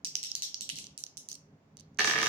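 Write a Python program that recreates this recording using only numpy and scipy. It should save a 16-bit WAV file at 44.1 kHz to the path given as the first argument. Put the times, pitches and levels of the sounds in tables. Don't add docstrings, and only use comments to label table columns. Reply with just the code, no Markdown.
import sys
import numpy as np
from scipy import signal
from scipy.io import wavfile

SR = 44100
rng = np.random.default_rng(int(sys.argv[2]) if len(sys.argv) > 2 else 0)


def unload_wav(signal):
    wavfile.write(
        sys.argv[1],
        SR,
        np.round(np.clip(np.atleast_2d(signal).T, -1, 1) * 32767).astype(np.int16),
    )


def nominal_scale(level):
    x = np.asarray(level, float) / 20
    return 10 ** x


N = 100900

# frequency in Hz, relative density in dB per Hz.
AIR_SPECTRUM = [(25, -36.5), (60, -16), (149, -5.5), (285, -10), (405, -14), (607, -13), (1000, -18),
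                (1520, -23.5), (1890, -22.5), (2900, -30.5), (4200, -33.5), (6200, -33.5), (8000, -48),
                (11000, -54.5), (15000, -46)]
# frequency in Hz, left-right correlation from -1 to 1.
CHANNEL_LIKENESS = [(60, 0.92), (180, 1), (550, 0.54), (1650, -0.18), (4970, -0.13), (15000, -0.067)]
# frequency in Hz, left minus right in dB.
AIR_BALANCE_DB = [(60, 8.5), (180, 0), (550, -3), (1650, -4.5), (4970, 4), (15000, 1.5)]
AIR_RMS_DB = -66.5

# frequency in Hz, width in Hz, relative level in dB.
RUMBLE_MODES = [(62, 27, -13), (94.8, 6.7, -8.5), (152.6, 8.1, -0.6), (206.9, 13, -5), (275.9, 4.7, -5),
                (411, 20, -10.5), (554, 14, -18)]
# time in seconds, level in dB.
RUMBLE_LEVEL = [(0.0, -65.5), (0.148, -65.5), (0.18, -76.5), (0.57, -89), (0.62, -59), (0.712, -68),
                (0.734, -53.5), (0.954, -59.5), (0.976, -92), (1.184, -69.5), (1.47, -65.5), (1.546, -54),
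                (1.59, -76), (1.716, -62.5), (1.826, -56), (1.97, -54.5)]
RUMBLE_FOLLOWS = [0.62, .6, 0.79, 0.73, 0.26, 0.35, 0.34]
RUMBLE_FLICKER_DB, RUMBLE_FLICKER_HZ, RUMBLE_PAN_DB = -0.5, 1.3, -1

# start in seconds, level in dB, extra level of the dull parts in dB,
# extra level of the bright parts in dB, room send relative to the direct click in dB.
HAND_CLICKS = [(0.0468, -20.5, -33, -17, 2.5), (0.0506, -29, -32, -28, -1),
               (0.0526, -25, -19.5, -21.5, 2.5), (0.0644, -36.5, -29, -23, -0.5),
               (0.0714, -29, -29, -18, -1.5), (0.154, -13.5, -25.5, -31.5, -2),
               (0.1679, -27.5, -22, -25, -4), (0.188, -36, -11, -33, 5.5), (0.23, -25, -24, -18, 6.5),
               (0.2367, -27.5, -20, -14.5, -3.5), (0.2472, -26, -21.5, -44, 5.5),
               (0.2573, -46, -4, -5, -12.5), (0.2688, -36, -13, -22, -2.5), (0.2916, -32.5, -26, -31, 8.5),
               (0.3167, -23.5, -35, -29, -8.5), (0.3522, -16, -30.5, -24.5, -1),
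               (0.369, -35.5, -13.5, -32, 1.5), (0.422, -19.5, -22, -21, 4.5), (0.4273, -30, -34, -37, 14),
               (0.4336, -42, -23, -28, -5), (0.5437, -20.5, -29.5, -44, -1.5),
               (0.609, -23.5, -25, -12.5, 5), (0.6201, -32.5, -17, -21, -1), (0.6915, -25, -8.5, -10, 3),
               (0.699, -28, -2.5, -31, -12.5), (0.7569, -32.5, -19, -14.5, 8.5), (0.7744, -43, 2, -22, 1.5),
               (0.7865, -31.5, -13, -4.5, 2.5), (0.7908, -45, -1, -26, -1.5), (0.8229, -43, -23, -29, -1),
               (0.8422, -34.5, -19, -29, -0.5), (0.868, -33.5, -29, -28, -11),
               (0.9774, -29.5, -36, -12.5, 3.5), (0.9848, -52, -3, -11, -6), (0.9918, -46, -30, -9, -21),
               (1.0043, -41, -35, -12, -6), (1.038, -23, -44, -22.5, -9.5), (1.065, -33, -24.5, -35, -3.5),
               (1.171, -30, -34.5, -13.5, 2), (1.1766, -33.5, -33, -11, -5), (1.2874, -28, -29, -16.5, 2),
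               (1.2987, -44.5, -24, -13, 0), (1.3157, -29.5, -34, -17, -5), (1.3287, -31, -38, -23.5, -11),
               (1.343, -42, -36, -14, -14.5), (1.3528, -39.5, -37, -20.5, -21.5),
               (1.3544, -40.5, -28, -12, -16.5), (1.7699, -41.5, -25, -14, -9.5),
               (1.7776, -48, -28, -41, 4), (1.7895, -48, -12, -42, -0.5), (1.797, -44.5, -20, -17, -12),
               (1.8001, -45.5, -28, -23.5, -20.5), (1.8077, -48.5, -23.5, -20.5, -21),
               (1.9459, -59, -46.5, -23, -8), (1.973, -50, -33, -29, -11.5)]
# frequency in Hz, relative level in dB, t60 in seconds before shortening,
# share of the dull dB, share of the bright dB.
CLICK_PARTS = [(2090, -2.5, 0.0028, 0.75, 0), (2902, 2, 0.0045, 0.8, 0), (3757, -6.5, 0.0024, 0.3, 0),
               (4650, -6, 0.0048, 0.17, 0), (5924, -2.5, 0.0044, 0, 0), (7050, 0, 0.003, 0, 0.42),
               (8880, 6.5, 0.0022, 0, 0.81), (10600, -4.5, 0.00074, 0, 0.72),
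               (14970, -13.5, 0.0016, 0, 0.3)]
PART_SPREAD_DB, PITCH_SPREAD_SHARE, PHASE_SPREAD_CYCLES = 1.5, 0.045, 0.12
DIRECT_T60_SHARE, ROOM_T60_SHARE = 0.82, 0.44
DIE_LOW_CUT_HZ = 2020
HAND_PAN_DB, HAND_PAN_PER_ROOM_DB, LEFT_LAG_S = -6.5, 0.5, 0.0002765

# frequency in Hz, relative level in dB, t60 in seconds.
ROOM_TAIL = [(300, 1.5, 0.63), (720, 3.5, 0.68), (1500, 4.5, 0.15), (2600, 2.5, 0.44), (3890, 11.5, 0.27),
             (5740, 3.5, 0.33), (9630, 5, 0.2), (12880, 12.5, 0.21), (15500, -6, .26)]
ROOM_DELAY_S, ROOM_RISE_S, ROOM_GAIN_DB = 0.001, 0.0083, 0
ECHOES_PER_S, ECHO_DB, ECHO_T60_S = 300, 2, 0.067

# start in seconds, knock level in dB, tick level relative to the knock in dB.
TABLE_BOUNCES = [(1.9874, -21.5, -10), (1.9925, -18.5, -5.5), (2.0045, -19, -15.5), (2.0169, -27, -5.5),
                 (2.044, -18.5, -6), (2.073, -21.5, -6), (2.0765, -20.5, -5), (2.0967, -20.5, -11),
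                 (2.1103, -21.5, -5), (2.135, -21.5, -12.5), (2.1555, -20.5, -21.5), (2.162, -24.5, -11),
                 (2.1777, -20.5, -14), (2.187, -22.5, -5.5), (2.200, -25.5, -10.5), (2.2156, -23, -6),
                 (2.2287, -19.5, -6.5), (2.243, -31, -2.5), (2.2598, -21.5, -5.5), (2.268, -22, -7.5),
                 (2.279, -29, -14)]
# frequency in Hz, relative level in dB, t60 in seconds of one resonator pass.
TABLE_MODES = [(102, -32.5, 0.18), (215, -30, 0.087), (328.3, -26, 0.095), (430.8, -23, 0.105),
               (565.5, -27, 0.053), (708, -21.5, .04), (870, -24.5, 0.036), (975, -21, 0.035),
               (1229, -10, 0.031), (1515, -12, 0.0057), (1773, -4, 0.0091), (1960, -13.5, 0.0036),
               (2304, -11.5, 0.0092), (2730, -14.5, 0.0047), (3290, -19, 0.016), (3697, -20, 0.0061)]
MODE_SPREAD_DB, DOUBLE_ABOVE_HZ, KNOCK_LAG_S = 2, 1500, 0.00082
TICK_GAIN_DB, TICK_DULL_DB, TICK_BRIGHT_DB, TICK_ROOM_GAIN_DB = 7, -12.5, -23.5, 9
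TICK_PAN_DB, TABLE_PAN_DB, TABLE_ROOM_GAIN_DB = -2.5, -9, 2.5
ROLL_COUNT, ROLL_DB, ROLL_SPREAD_DB = 40, -41, 2

MIC_BASS_CUT_HZ = 65.5


def rms_one(x):
    return x / np.sqrt(np.mean(x ** 2) + 1e-20)


def at_hz(points, hz, column=1):
    points = np.array(points)
    return np.interp(np.log(hz), np.log(points[:, 0]), points[:, column])


def pan_pair_db(pan_db):
    return np.array([[pan_db / 2], [-pan_db / 2]])


def high_pass(x, order, hz):
    return signal.sosfilt(signal.butter(order, hz, "high", fs=SR, output="sos"), x)


def bands(length):
    edges_hz = 22 * 2 ** (np.arange(30) / 3)
    white = rng.standard_normal((2, 2, length))
    for k, (low, high) in enumerate(zip(edges_hz, edges_hz[1:])):
        hz = np.sqrt(low * high)
        band = signal.butter(2, [low, high], "band", fs=SR, output="sos")
        mid, side = signal.sosfilt(band, white[k % 2])
        alike = np.clip(at_hz(CHANNEL_LIKENESS, hz), -1, 1)
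        yield hz, np.sqrt(1 + alike) * mid + np.sqrt(1 - alike) * side * [[1], [-1]]


def drift(rate_hz):
    r = np.exp(-2 * np.pi * rate_hz * 40 / SR)
    white = rng.standard_normal(N // 40 + 2002)
    slow = rms_one(signal.lfilter([1], [1, -2 * r, r * r], white)[2000:])
    return np.interp(np.arange(N) / 40, np.arange(len(slow)), slow)


def ring(clicks, hz, t60_s):
    r, w = nominal_scale(-60 / (t60_s * SR)), 2 * np.pi * hz / SR
    return signal.lfilter([0, np.sin(w)], [1, -2 * r * np.cos(w), r * r], clicks + 1e-18)


def swell_ring(clicks, hz, t60_s):
    twice = ring(ring(clicks, hz, t60_s), hz, t60_s)
    return twice * 2 * np.e * np.log(1000) / (t60_s * SR)


def click_train(start_s, sizes):
    out = np.zeros(N)
    at = np.clip((np.asarray(start_s) * SR).astype(int), 0, N - 1)
    np.add.at(out, at, sizes)
    return out


def delay_left(x):
    n = np.arange(N)
    return np.array([np.interp(n - LEFT_LAG_S * SR, n, x[0]), x[1]])


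def air():
    hush = 0
    for hz, noise in bands(N):
        hush = hush + noise * nominal_scale(at_hz(AIR_SPECTRUM, hz) + pan_pair_db(at_hz(AIR_BALANCE_DB, hz)))
    return nominal_scale(AIR_RMS_DB) * rms_one(hush)


def rumble():
    s, db = np.transpose(RUMBLE_LEVEL)
    swell_db = np.interp(np.arange(N) / SR, s, db - db.mean())
    out = 0
    for (hz, width_hz, mode_db), share in zip(RUMBLE_MODES, RUMBLE_FOLLOWS):
        settled = ring(rng.standard_normal(N + SR), hz, 2.2 / width_hz)[SR:]
        flicker_db = RUMBLE_FLICKER_DB * drift(RUMBLE_FLICKER_HZ)
        out = out + rms_one(settled) * nominal_scale(db.mean() + mode_db + share * swell_db + flicker_db)
    return out * nominal_scale(pan_pair_db(RUMBLE_PAN_DB))


def die(start_s, db, dull_db, bright_db, t60_share=DIRECT_T60_SHARE):
    hz, part_db, t60_s, dull, bright = np.transpose(CLICK_PARTS)
    chance = rng.standard_normal((len(start_s), 3, len(CLICK_PARTS)))
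    strength, pitch, phase = chance.transpose(1, 0, 2)
    level_db = part_db + np.c_[db] + dull * np.c_[dull_db] + bright * np.c_[bright_db]
    level = nominal_scale(level_db + PART_SPREAD_DB * strength)
    t = np.arange(400)[:, None, None] / SR
    decays = t * np.log(1000) / (t60_s * t60_share)
    envelope = np.e * decays * np.exp(-decays)
    cycles = hz * (1 + PITCH_SPREAD_SHARE * pitch) * t + PHASE_SPREAD_CYCLES * phase
    cycles = cycles + np.arange(len(CLICK_PARTS)) / 2
    shapes = np.sum(level * envelope * np.sin(2 * np.pi * cycles), axis=2)
    out = np.zeros(N + len(t))
    np.add.at(out, (start_s * SR).astype(int) + np.arange(len(t))[:, None], shapes)
    return high_pass(out[:N], 3, DIE_LOW_CUT_HZ)


def hand():
    s, db, dull_db, bright_db, room_db = np.transpose(HAND_CLICKS)
    pan_db = HAND_PAN_DB + HAND_PAN_PER_ROOM_DB * (room_db - room_db.mean())
    direct = [die(s, db + gain_db, dull_db, bright_db) for gain_db in (pan_db / 2, -pan_db / 2)]
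    return delay_left(direct), die(s, db + room_db, dull_db, bright_db, ROOM_T60_SHARE)


def room(sent):
    t = np.arange(SR // 2) / SR
    lone = (rng.random(len(t)) < ECHOES_PER_S / SR) * rng.random(len(t))
    lone = lone * nominal_scale(ECHO_DB - 60 * t / ECHO_T60_S)
    lumps = 1 + np.convolve(lone, np.hanning(41), "same")
    tail = 0
    for hz, noise in bands(len(t)):
        if hz > 150:
            tail = tail + noise * nominal_scale(at_hz(ROOM_TAIL, hz) - 60 * t / at_hz(ROOM_TAIL, hz, column=2))
    tail = tail * lumps * np.clip((t - ROOM_DELAY_S) / ROOM_RISE_S, 0, 1)
    tail = tail / np.sqrt(np.sum(tail ** 2) / 2)
    return nominal_scale(ROOM_GAIN_DB) * signal.fftconvolve(sent[None], tail, axes=1)[:, :N]


def table():
    s, db, tick_db = np.transpose(TABLE_BOUNCES)
    when, size = rng.random((ROLL_COUNT, 2)).T
    tick_db = np.r_[tick_db, np.full(ROLL_COUNT, tick_db.mean())]
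    db = np.r_[db, ROLL_DB - ROLL_SPREAD_DB * np.log(size + 0.05)]
    s = np.r_[s, s[0] + when * (N / SR - s[0])]
    spread_db = rng.normal(0, MODE_SPREAD_DB, (len(s), len(TABLE_MODES)))
    knock = 0
    for k, (hz, mode_db, t60_s) in enumerate(TABLE_MODES):
        sizes = nominal_scale(db + mode_db + spread_db[:, k]) * (-1) ** k
        resonate = swell_ring if hz > DOUBLE_ABOVE_HZ else ring
        knock = knock + resonate(click_train(s + KNOCK_LAG_S, sizes), hz, t60_s)
    ticks = [die(s, db + tick_db + TICK_GAIN_DB + gain_db, TICK_DULL_DB, TICK_BRIGHT_DB)
             for gain_db in (TICK_PAN_DB / 2, -TICK_PAN_DB / 2)]
    near = knock * nominal_scale(pan_pair_db(TABLE_PAN_DB)) + delay_left(ticks)
    room_ticks = die(s, db + tick_db + TICK_ROOM_GAIN_DB, TICK_DULL_DB, TICK_BRIGHT_DB, ROOM_T60_SHARE)
    return near, (knock + room_ticks) * nominal_scale(TABLE_ROOM_GAIN_DB)


def scene():
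    clicks, clicks_sent = hand()
    knocks, knocks_sent = table()
    return air() + rumble() + clicks + knocks + room(clicks_sent + knocks_sent)


def band_limit(x):
    return signal.sosfilt(signal.butter(12, 17000, fs=SR, output="sos"), x)


def record(dry):
    mix = high_pass(dry, 2, MIC_BASS_CUT_HZ)
    return band_limit(mix)


dry = scene()
out = record(dry)
unload_wav(out)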